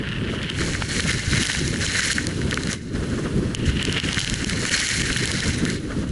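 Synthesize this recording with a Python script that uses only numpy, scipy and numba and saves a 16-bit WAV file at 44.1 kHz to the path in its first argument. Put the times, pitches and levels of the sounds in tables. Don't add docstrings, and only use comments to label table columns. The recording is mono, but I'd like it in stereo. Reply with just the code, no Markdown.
import sys
import numpy as np
from scipy import signal
from scipy.fft import rfft, irfft, next_fast_len
from scipy.io import wavfile
from scipy.ndimage import uniform_filter1d, minimum_filter1d
from numba import njit

SR = 44100
rng = np.random.default_rng(int(sys.argv[2]) if len(sys.argv) > 2 else 0)


def generate_wav(signal):
    frames = np.transpose(np.atleast_2d(signal))
    scaled = np.clip(frames, -1, 1) * 32767
    pcm = np.round(scaled).astype(np.int16)
    wavfile.write(sys.argv[1], SR, pcm)


N = 269451
TIME = np.arange(N) / SR

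# [start_s, level_db]
SQUALLS = [(0, -73), (.5, -60), (.6, -34.5), (.8, -39), (1.22, -35.5), (1.45, -28), (1.75, -38),
           (1.92, -30), (2.12, -28), (2.28, -44), (2.7, -42.5), (2.8, -46.5), (3.05, -47.5), (3.6, -51),
           (4.02, -39.5), (4.17, -34), (4.55, -37), (4.8, -28.5), (5.1, -31), (5.5, -33.5), (5.8, -49.5),
           (6.11, -52)]
THICK_SNOW_DB = -31
# [middle_s, length_s, level_db]
PUSHES = [(.12, 0.53, -30.5), (.45, 0.48, -31.5), (3.7, 0.36, -31.5), (3.812, 0.11, -25.5),
          (3.915, 0.19, -26), (3.97, 0.068, -21.5), (4.085, 0.25, -25)]


def undb(db):
    return 10 ** (np.asarray(db) / 20)


def curve(rows, column=1, outside=None):
    rows = np.asarray(rows)
    return np.interp(TIME, rows[:, 0], rows[:, column], left=outside, right=outside)


def swells(table, column=2):
    power = 0
    for row in table:
        phase = np.pi * np.clip((TIME - row[0]) / row[1], -.5, .5)
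        power = power + undb(2 * row[column]) * np.cos(phase) ** 2
    return 10 * np.log10(power + 1e-12)


def together(a_db, b_db):
    return 20 * np.log10(np.hypot(undb(a_db), undb(b_db)))


def noise(spectrum):
    size = next_fast_len(N)
    hz, db = np.transpose(spectrum)
    f = np.maximum(np.arange(size // 2 + 1) * SR / size, 1)
    gain = undb(np.interp(np.log(f), np.log(hz), db))
    gain *= np.minimum(f / hz[0], 1) * np.minimum(hz[-1] / f, 1) ** 2
    x = irfft(rfft(rng.standard_normal(size)) * gain, size)[:N]
    return x / x.std()


def pair(spectrum):
    return np.array([noise(spectrum), noise(spectrum)])


def walk(rate):
    hold = max(int(SR / rate), 2)
    steps = np.repeat(rng.standard_normal(N // hold + 1), hold)
    x = uniform_filter1d(steps, hold)[:N]
    return x / x.std()


def low_cut(x, hz):
    return signal.sosfilt(signal.butter(3, hz, "high", fs=SR, output="sos"), x)


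def pan(x, left_db):
    return x * undb([[left_db], [0]])


def ring(at, push, hz, width_hz):
    drive = np.zeros(N, complex)
    np.add.at(drive, at, push)
    return signal.lfilter([1], [1, -np.exp((2j * np.pi * hz - np.pi * width_hz) / SR)], drive)


def housing(times, db, treble_db, knee_hz, near_port, scatter, patchy_db=0):
    # [pitch_hz, width_hz, share_under_blown_snow_db, share_struck_near_port_db,
    # left_minus_right_db, left_lead_rad]
    housing_modes = [(1528, 150, 0, -3, -2.5, 1.69), (1810, 177, 2.5, 1, -4, 1.62),
                     (2136, 135, -1.5, -5.5, -3, 0.32), (2939, 400, 1, 12.5, -6.5, 2.33),
                     (4118, 320, -0.24, -6, -4, 0.13), (5264, 760, -2.5, -10, -1, 1.92),
                     (6335, 1560, 1.5, -23, -4.5, 1.96), (7040, 1300, -1, -33, -3.5, 3.3),
                     (10530, 1600, -9, -28, 1, 0.9)]
    drift_share = .018
    caking_db = 0.8
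    at = np.clip(times * SR, 0, N - 1).astype(int)
    modes = np.array(housing_modes)
    octaves = np.clip(np.log2(modes[:, 0] / knee_hz), 0, 1.5)
    share = undb(modes[:, 3 if near_port else 2] + np.outer(treble_db, octaves))
    share /= np.linalg.norm(share, axis=1, keepdims=True)
    drift_s = drift_share * np.cumsum(walk(rate=9)) / SR
    out = np.zeros((2, N))
    for (hz, width_hz, _, _, left_db, lead), part in zip(modes, share.T):
        size = undb(db) * part * np.sqrt(4 * np.pi * width_hz * .003)
        if patchy_db:
            size = size * undb((patchy_db * walk(rate=90) + caking_db * walk(rate=11))[at])
        push = size * np.exp(2j * np.pi * rng.random(len(at)))
        turn = lead + scatter * np.sqrt(hz / 3000) * rng.standard_normal(len(at))
        wander = np.exp(2j * np.pi * hz * drift_s)
        left_push = push * undb(left_db) * np.exp(1j * turn)
        out[0] += (wander * ring(at, left_push, hz, width_hz)).real
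        out[1] += (wander * ring(at, push, hz, width_hz)).real
    return out


def mount(times, db):
    # [pitch_hz, width_hz, level_db]
    mount_modes = [(520, 240, -17), (1006, 290, 4), (1380, 150, 0.5), (2300, 610, 7.5)]
    at = np.clip(times * SR, 0, N - 1).astype(int)
    rings = sum(ring(at, undb(db + mode_db), hz, width_hz).imag for hz, width_hz, mode_db in mount_modes)
    return pan(rings, left_db=-3.5)


def grains(level_db, rate, spread_db):
    at = rng.integers(0, N, int(rate * N / SR))
    size = undb(spread_db * np.minimum(rng.exponential(size=len(at)), 5))
    size /= np.sqrt(np.mean(size ** 2) * rate * .003)
    return at / SR, level_db[at] + 20 * np.log10(size)


def shatter(table, gap_s, fade_db, count=4):
    times, db, *rest = np.repeat(table, count, axis=0).T
    piece = np.tile(np.arange(count), len(table))
    return times + gap_s * (piece - rng.random(len(times))), db - fade_db * piece, *rest


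def dip():
    # [middle_s, length_s, depth_db]
    dips = [(0.867, 0.028, -11), (1.23, 0.09, -3), (2.44, 0.025, -1), (2.85, 0.17, -14), (3.56, 0.02, -17),
            (4.012, 0.044, -20), (5.82, 0.16, -4.5), (6.08, 0.09, -4.5)]
    edge_share = 0.27
    drop_db = 0
    for middle, length, db in dips:
        inside = .5 - np.abs(TIME - middle) / length
        drop_db = drop_db + db * np.clip(inside / edge_share + .5, 0, 1)
    return drop_db


def wind():
    # [pitch_hz, level_db (per Hz)]
    buffet_colour = [(15, -11), (30, -9), (55, 0.5), (85, 1), (150, 0.5), (220, -8), (330, -34), (600, -59)]
    flutter_colour = [(90, -7), (180, 0), (260, 0.5), (380, -3.5), (500, -10), (700, -22.5), (1000, -29.5),
                      (1600, -30.5)]
    whirl_colour = [(380, -1), (480, 3), (620, 2.5), (800, 2), (1050, -7), (1500, -9)]
    rush_colour = [(400, -19), (800, 3), (1600, -18), (2300, 1.5), (3000, 3.5), (3800, -1), (7000, -7.5),
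                   (11000, -6)]
    # [start_s, large_eddies_db, small_eddies_db]
    breeze = [(0, -31.5, -28.5), (.11, -28.5, -34.5), (.27, -28.5, -26), (.48, -28, -32.5),
              (1.12, -27, -29), (1.24, -31, -38.5), (1.38, -26, -26.5), (1.53, -31.5, -41.5),
              (1.62, -26, -31), (1.82, -24.5, -32.5), (2.08, -30, -31.5), (2.32, -27.5, -29),
              (2.55, -30, -27.5), (2.74, -32, -30), (2.97, -23.5, -26.5), (3.1, -29, -26),
              (3.5, -28.5, -27.5), (3.6, -27, -26.5), (3.76, -26.5, -27), (4.2, -26, -33), (4.56, -26, -28),
              (4.7, -33, -34.5), (4.88, -37, -37), (4.95, -27, -38), (5.03, -26, -28), (5.4, -24.5, -34.5),
              (5.62, -26.5, -23.5), (5.82, -30.5, -29), (6.11, -21, -26.5)]
    # [middle_s, length_s, large_eddies_db, small_eddies_db]
    gusts = [(.29, 0.15, -32, -25.5), (.64, 0.21, -26, -26.5), (.97, 0.071, -27, -28.5),
             (1.06, 0.045, -19.5, -46), (1.16, 0.077, -23, -29.5), (1.285, 0.02, -12, -35),
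             (1.335, 0.046, -19, -30), (1.40, 0.09, -23.5, -33), (1.615, 0.025, -29, -21.5),
             (1.73, 0.31, -40, -27), (2.165, 0.084, -29, -42), (2.27, 0.1, -45, -25.5),
             (2.45, 0.041, -17.5, -22), (2.98, .08, -36, -28), (3.14, 0.057, -23, -29),
             (3.27, 0.11, -31, -26), (3.375, 0.16, -24, -23), (3.46, 0.058, -22, -24.5),
             (3.69, 0.18, -19.5, -29), (3.885, 0.026, -23, -22), (4.08, 0.084, -30, -28),
             (4.175, 0.018, -17.5, -25), (4.335, 0.067, -19, -25), (4.47, 0.023, -12.5, -22),
             (4.72, 0.083, -29, -30), (5.0, 0.061, -21, -25), (5.23, 0.076, -28, -23.5),
             (5.345, 0.051, -32, -23.5), (5.48, 0.09, -18.5, -28), (5.11, 0.029, -17, -22.5),
             (5.64, 0.021, -32, -16)]
    right_delay_s = 0.00064
    dip_db = dip()
    eddy_dip_db = 0.31 * dip_db
    buffet_db = together(curve(breeze), swells(gusts)) + eddy_dip_db
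    small_db = together(curve(breeze, column=2), swells(gusts, column=3))
    flutter_db = small_db + eddy_dip_db
    surge_db = small_db - small_db.mean()
    churn = walk(rate=30)
    buffet = noise(buffet_colour) * undb(buffet_db - 2.33 + 0.65 * churn)
    eddies = noise(flutter_colour) * undb(1.75 * walk(rate=50) + 0.72 * churn)
    whirl_db = -35 + 0.28 * surge_db + dip_db + 4.0 * walk(rate=40)
    whirl = noise(whirl_colour) * undb(whirl_db)
    rumble = buffet + eddies * undb(flutter_db) + whirl
    both = np.array([rumble, np.interp(TIME - right_delay_s, TIME, rumble)])
    own = pair(buffet_colour) * undb(buffet_db - 14) + pair(flutter_colour) * undb(flutter_db - 11.5)
    puffs_db = 3.5 * np.tanh(.8 * eddies)
    thin_db = 0.29 * np.minimum(curve(SQUALLS) - THICK_SNOW_DB, 0)
    rush_db = -36 + 0.06 * surge_db + dip_db + puffs_db + thin_db
    return both + own + pair(rush_colour) * undb(rush_db)


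def blown_snow():
    # [middle_s, length_s, level_db]
    flurries = [(.335, 0.093, -46.5), (.97, 0.16, -31), (1.105, 0.1, -26.5), (1.32, 0.045, -32),
                (1.405, 0.03, -30), (1.845, 0.1, -32.5), (2.04, 0.088, -30), (2.715, 0.086, -35.5),
                (3.68, 0.078, -38.5), (4.745, 0.1, -28), (4.83, 0.031, -34), (4.935, 0.21, -30),
                (5.715, 0.17, -37.5)]
    powder_db, flakes_db, sleet_db = 9, -0.5, 1
    flake_ceiling_db = -32.5
    brighten = 0.03
    snow_db = together(curve(SQUALLS), swells(flurries)) + 0.3 * dip()
    swirl = walk(rate=65)
    level_db = snow_db + swirl

    times, db = grains(level_db + powder_db, rate=4000, spread_db=-0.5)
    thickness_db = np.interp(times, TIME, snow_db - THICK_SNOW_DB)
    treble_db = 1.5 + brighten * thickness_db + 3.1 * rng.standard_normal(len(times))
    powder = housing(times, db, treble_db, knee_hz=2700, near_port=False, scatter=0.57, patchy_db=2.15)

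    flake_level_db = np.minimum(snow_db, flake_ceiling_db) + flakes_db + 5.4 * swirl
    times, db = grains(flake_level_db, rate=590, spread_db=2.5)
    treble_db = np.full(len(times), -15.0)
    flakes = housing(times, db, treble_db, knee_hz=1780, near_port=False, scatter=0.36)

    times, db = grains(level_db + sleet_db, rate=120, spread_db=1.5)
    treble_db = 8 + 4 * rng.standard_normal(len(times))
    sleet = housing(times, db, treble_db, knee_hz=3160, near_port=True, scatter=0.66)
    return low_cut(powder + flakes + sleet, hz=1290)


def clumps():
    # [start_s, level_db, treble_db (per octave)]
    clump_hits = [(.586, -14, -11), (.6055, -18, -9), (.6165, -13, -10), (.7332, -15, -2),
                  (.7496, -12.5, -35), (.9962, -10, -23), (1.2679, -16.5, -17), (1.3119, -20, 3),
                  (1.3309, -10, -19), (1.4651, -9.5, 4), (1.4978, -8, -23), (1.548, -12, -10),
                  (1.7399, -15.5, -3), (1.7588, -15, -15), (2.0058, -5, 4), (2.1021, -10, -13),
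                  (2.166, -16, -15), (2.1815, -3.5, -11.5), (2.2685, -10.5, 4), (2.2902, -19, -3),
                  (2.4148, -17, -8), (2.5107, -27, 1), (2.5205, -14.5, -8), (2.5278, -11, -17),
                  (2.5732, -5.5, -26), (2.6334, -15.5, 4), (2.6718, -13, -5), (2.7297, -11, 0),
                  (4.1708, -9, -24), (4.181, -9.5, -8), (4.531, -16.5, -4), (4.6522, -9, -7),
                  (5.1007, -11, -27), (5.1613, -8, -17), (5.662, -14, -19)]
    times, db, treble_db = shatter(clump_hits, gap_s=.001, fade_db=10.5)
    times = times + 0.001467
    thuds = housing(times, db - 4.5, treble_db, knee_hz=1660, near_port=False, scatter=0.067)
    return low_cut(low_cut(thuds, hz=1060), hz=1060)


def ice(left_db=-6.0, lead=2.48):
    # [start_s, port_ring_db, crack_db]
    ice_hits = [(0.4309, -25, -15), (0.4393, -17, -38), (1.005, 1, -1), (1.1152, 0, -2), (1.4278, -4, -6),
                (1.4332, 2, 0), (1.4539, 0, -5), (1.4708, -3, 0), (1.5175, 1, -6), (1.5215, -14, -20),
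                (1.5317, -8, -7), (1.5718, -7, -12), (1.679, -16, -8), (1.8653, 2, -7), (2.1309, 5, 3),
                (2.2697, -14, -7), (2.5112, -5, -11), (2.5428, -5, -4), (3.5486, 1, -4), (3.5549, -18, -20),
                (3.8277, 4, -6), (3.8517, -1, -3), (3.9266, -3, -3), (4.0001, 0, -10), (4.1303, 1, 0),
                (4.1452, 1, -6), (4.1865, -2, -15), (4.1924, -6, -2), (4.1958, -14, -8), (4.2039, 4, -4),
                (4.2145, 0, -5), (4.2246, -11, -17), (4.2466, 6, 2), (4.276, -4, -13), (4.2987, -1, -1),
                (4.3408, 0, 2), (4.4454, 7, 4), (4.497, 0, -8), (4.6174, -16, -13), (4.6946, 6, 0),
                (4.8011, -9, -2), (4.8056, -3, 0), (4.8158, -7, -10), (4.8707, 0, -3), (4.8818, -5, -10),
                (4.8898, -5, -1), (5.0191, 2, -2), (5.1291, 1, -7), (5.1694, 1, -3), (5.1738, -1, 3),
                (5.2566, -1, -2), (5.2758, -6, -4), (5.3164, -3, -5), (5.4049, -3, -8), (5.4801, -16, -7),
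                (5.6525, -13, -7), (5.7014, -13, -11), (6.0918, -24, -23)]
    # [pitch_hz, level_db (per Hz)]
    crack_colour = [(400, -12.5), (2000, -17), (4000, 4), (7000, 1.5), (9000, -10.5), (11000, 0)]
    port_hz, port_width_hz = 3030, 330
    overtone_hz, overtone_width_hz, overtone_db = 6780, 1300, -4.5
    pitch_scatter = 0.02
    rise_s, crack_decay_s = 0.000059, 0.00065
    t = np.arange(SR // 80) / SR

    def ringing(hz, width_hz):
        tone = np.sin(2 * np.pi * hz * t + np.array([[lead], [0]]))
        return tone * np.exp(-np.pi * width_hz * t) * (1 - np.exp(-t / rise_s))

    out = np.zeros((2, N))
    grit = 1.5 * np.tanh(pair(crack_colour))
    for start_s, ring_db, crack_db in ice_hits:
        start = int(start_s * SR)
        span = slice(start, start + len(t))
        port_detune, overtone_detune = 1 + pitch_scatter * rng.standard_normal(2)
        port = ringing(port_hz * port_detune, port_width_hz)
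        overtone = ringing(overtone_hz * overtone_detune, overtone_width_hz)
        crack = grit[:, span] * np.exp(-t / crack_decay_s)
        out[:, span] += undb(2.5 + ring_db) * port
        out[:, span] += undb(1 + crack_db) * (crack + undb(overtone_db) * overtone)
    return pan(out, left_db)


def scuff(width_hz=730.0):
    # [start_s, level_db, centre_hz]
    scuff_path = [(5.905, -69, 2020), (5.92, -31, 1846), (5.935, -63, 1370), (5.95, -36, 1000),
                  (5.98, -65, 850)]
    band = np.array([[width_hz / 50, 0], [width_hz / 2, 0]])
    swing = np.exp(2j * np.pi * np.cumsum(curve(scuff_path, column=2)) / SR)
    hiss = ((pair(band) + 1j * pair(band)) * swing).real
    return hiss * undb(curve(scuff_path, outside=-np.inf))


def knock():
    # [start_s, level_db]
    knocks = [(0.8218, -18), (1.4998, -25.5), (1.549, -25), (2.468, -34), (2.477, -35)]
    times, db = grains(swells(PUSHES) - 15, rate=360, spread_db=2.0)
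    grating = mount(times, db)
    return mount(*np.transpose(knocks)) + low_cut(grating, hz=695)


def crunch():
    # [start_s, level_db]
    cracks = [(.0722, -23), (.089, -14), (.1221, -21), (.1446, -24), (.187, -27), (.2982, -19), (.404, -29),
              (.4174, -15.5), (.4459, -16), (.4973, -12), (.501, -10), (3.7707, -14), (3.796, -16),
              (3.8147, -10), (3.897, -8.5), (3.9453, -11.5), (3.9553, -19), (3.98, -13), (4.0425, -11.5),
              (4.089, -10), (4.4972, -1)]
    push_db = swells(PUSHES) + 4.5 + 2.0 * walk(rate=54)
    times, db = grains(push_db, rate=810, spread_db=1.5)
    treble_db = -10 + 3 * rng.standard_normal(len(times))
    small = housing(times, db, treble_db, knee_hz=2170, near_port=True, scatter=0.43, patchy_db=1.3)
    muffled = signal.sosfilt(signal.butter(2, 5200, fs=SR, output="sos"), small)

    times, db = shatter(cracks, gap_s=0.000707, fade_db=4.5)
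    treble_db = np.full(len(times), -14)
    large = housing(times, db - 7.5, treble_db, knee_hz=2820, near_port=True, scatter=0.41)
    return pan(low_cut(muffled, hz=1070) + low_cut(large, hz=1830), left_db=-2.5)


def scene():
    return wind() + blown_snow() + clumps() + ice() + scuff() + knock() + crunch()


def top_cut(x):
    edge = signal.firwin(301, 11150, window=("kaiser", 8), fs=SR)
    return signal.fftconvolve(x, edge[None], mode="same", axes=1)


@njit
def follow(over, hold, release):
    out, e, wait = np.empty(len(over)), 0., 0.
    for i in range(len(over)):
        wait -= 1
        if over[i] > e:
            e, wait = over[i], hold
        elif wait < 0:
            e *= release
        out[i] = e
    return out


def limiter(x, ceiling_db, ratio, hold_s, release_s):
    ahead = SR // 1000
    peak_db = 20 * np.log10(np.abs(x).max(axis=0) + 1e-9)
    over_db = np.maximum(peak_db - ceiling_db, 0) * (1 - 1 / ratio)
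    over_db = -minimum_filter1d(-over_db, 2 * ahead)
    held_db = follow(over_db, float(hold_s * SR), np.exp(-1 / (release_s * SR)))
    return x * undb(-uniform_filter1d(held_db, ahead))


def record(dry):
    held = limiter(top_cut(dry), ceiling_db=-2.14, ratio=11.5, hold_s=.006, release_s=.011)
    return top_cut(np.clip(held, -.98, .98))


dry = scene()
out = record(dry)
generate_wav(out)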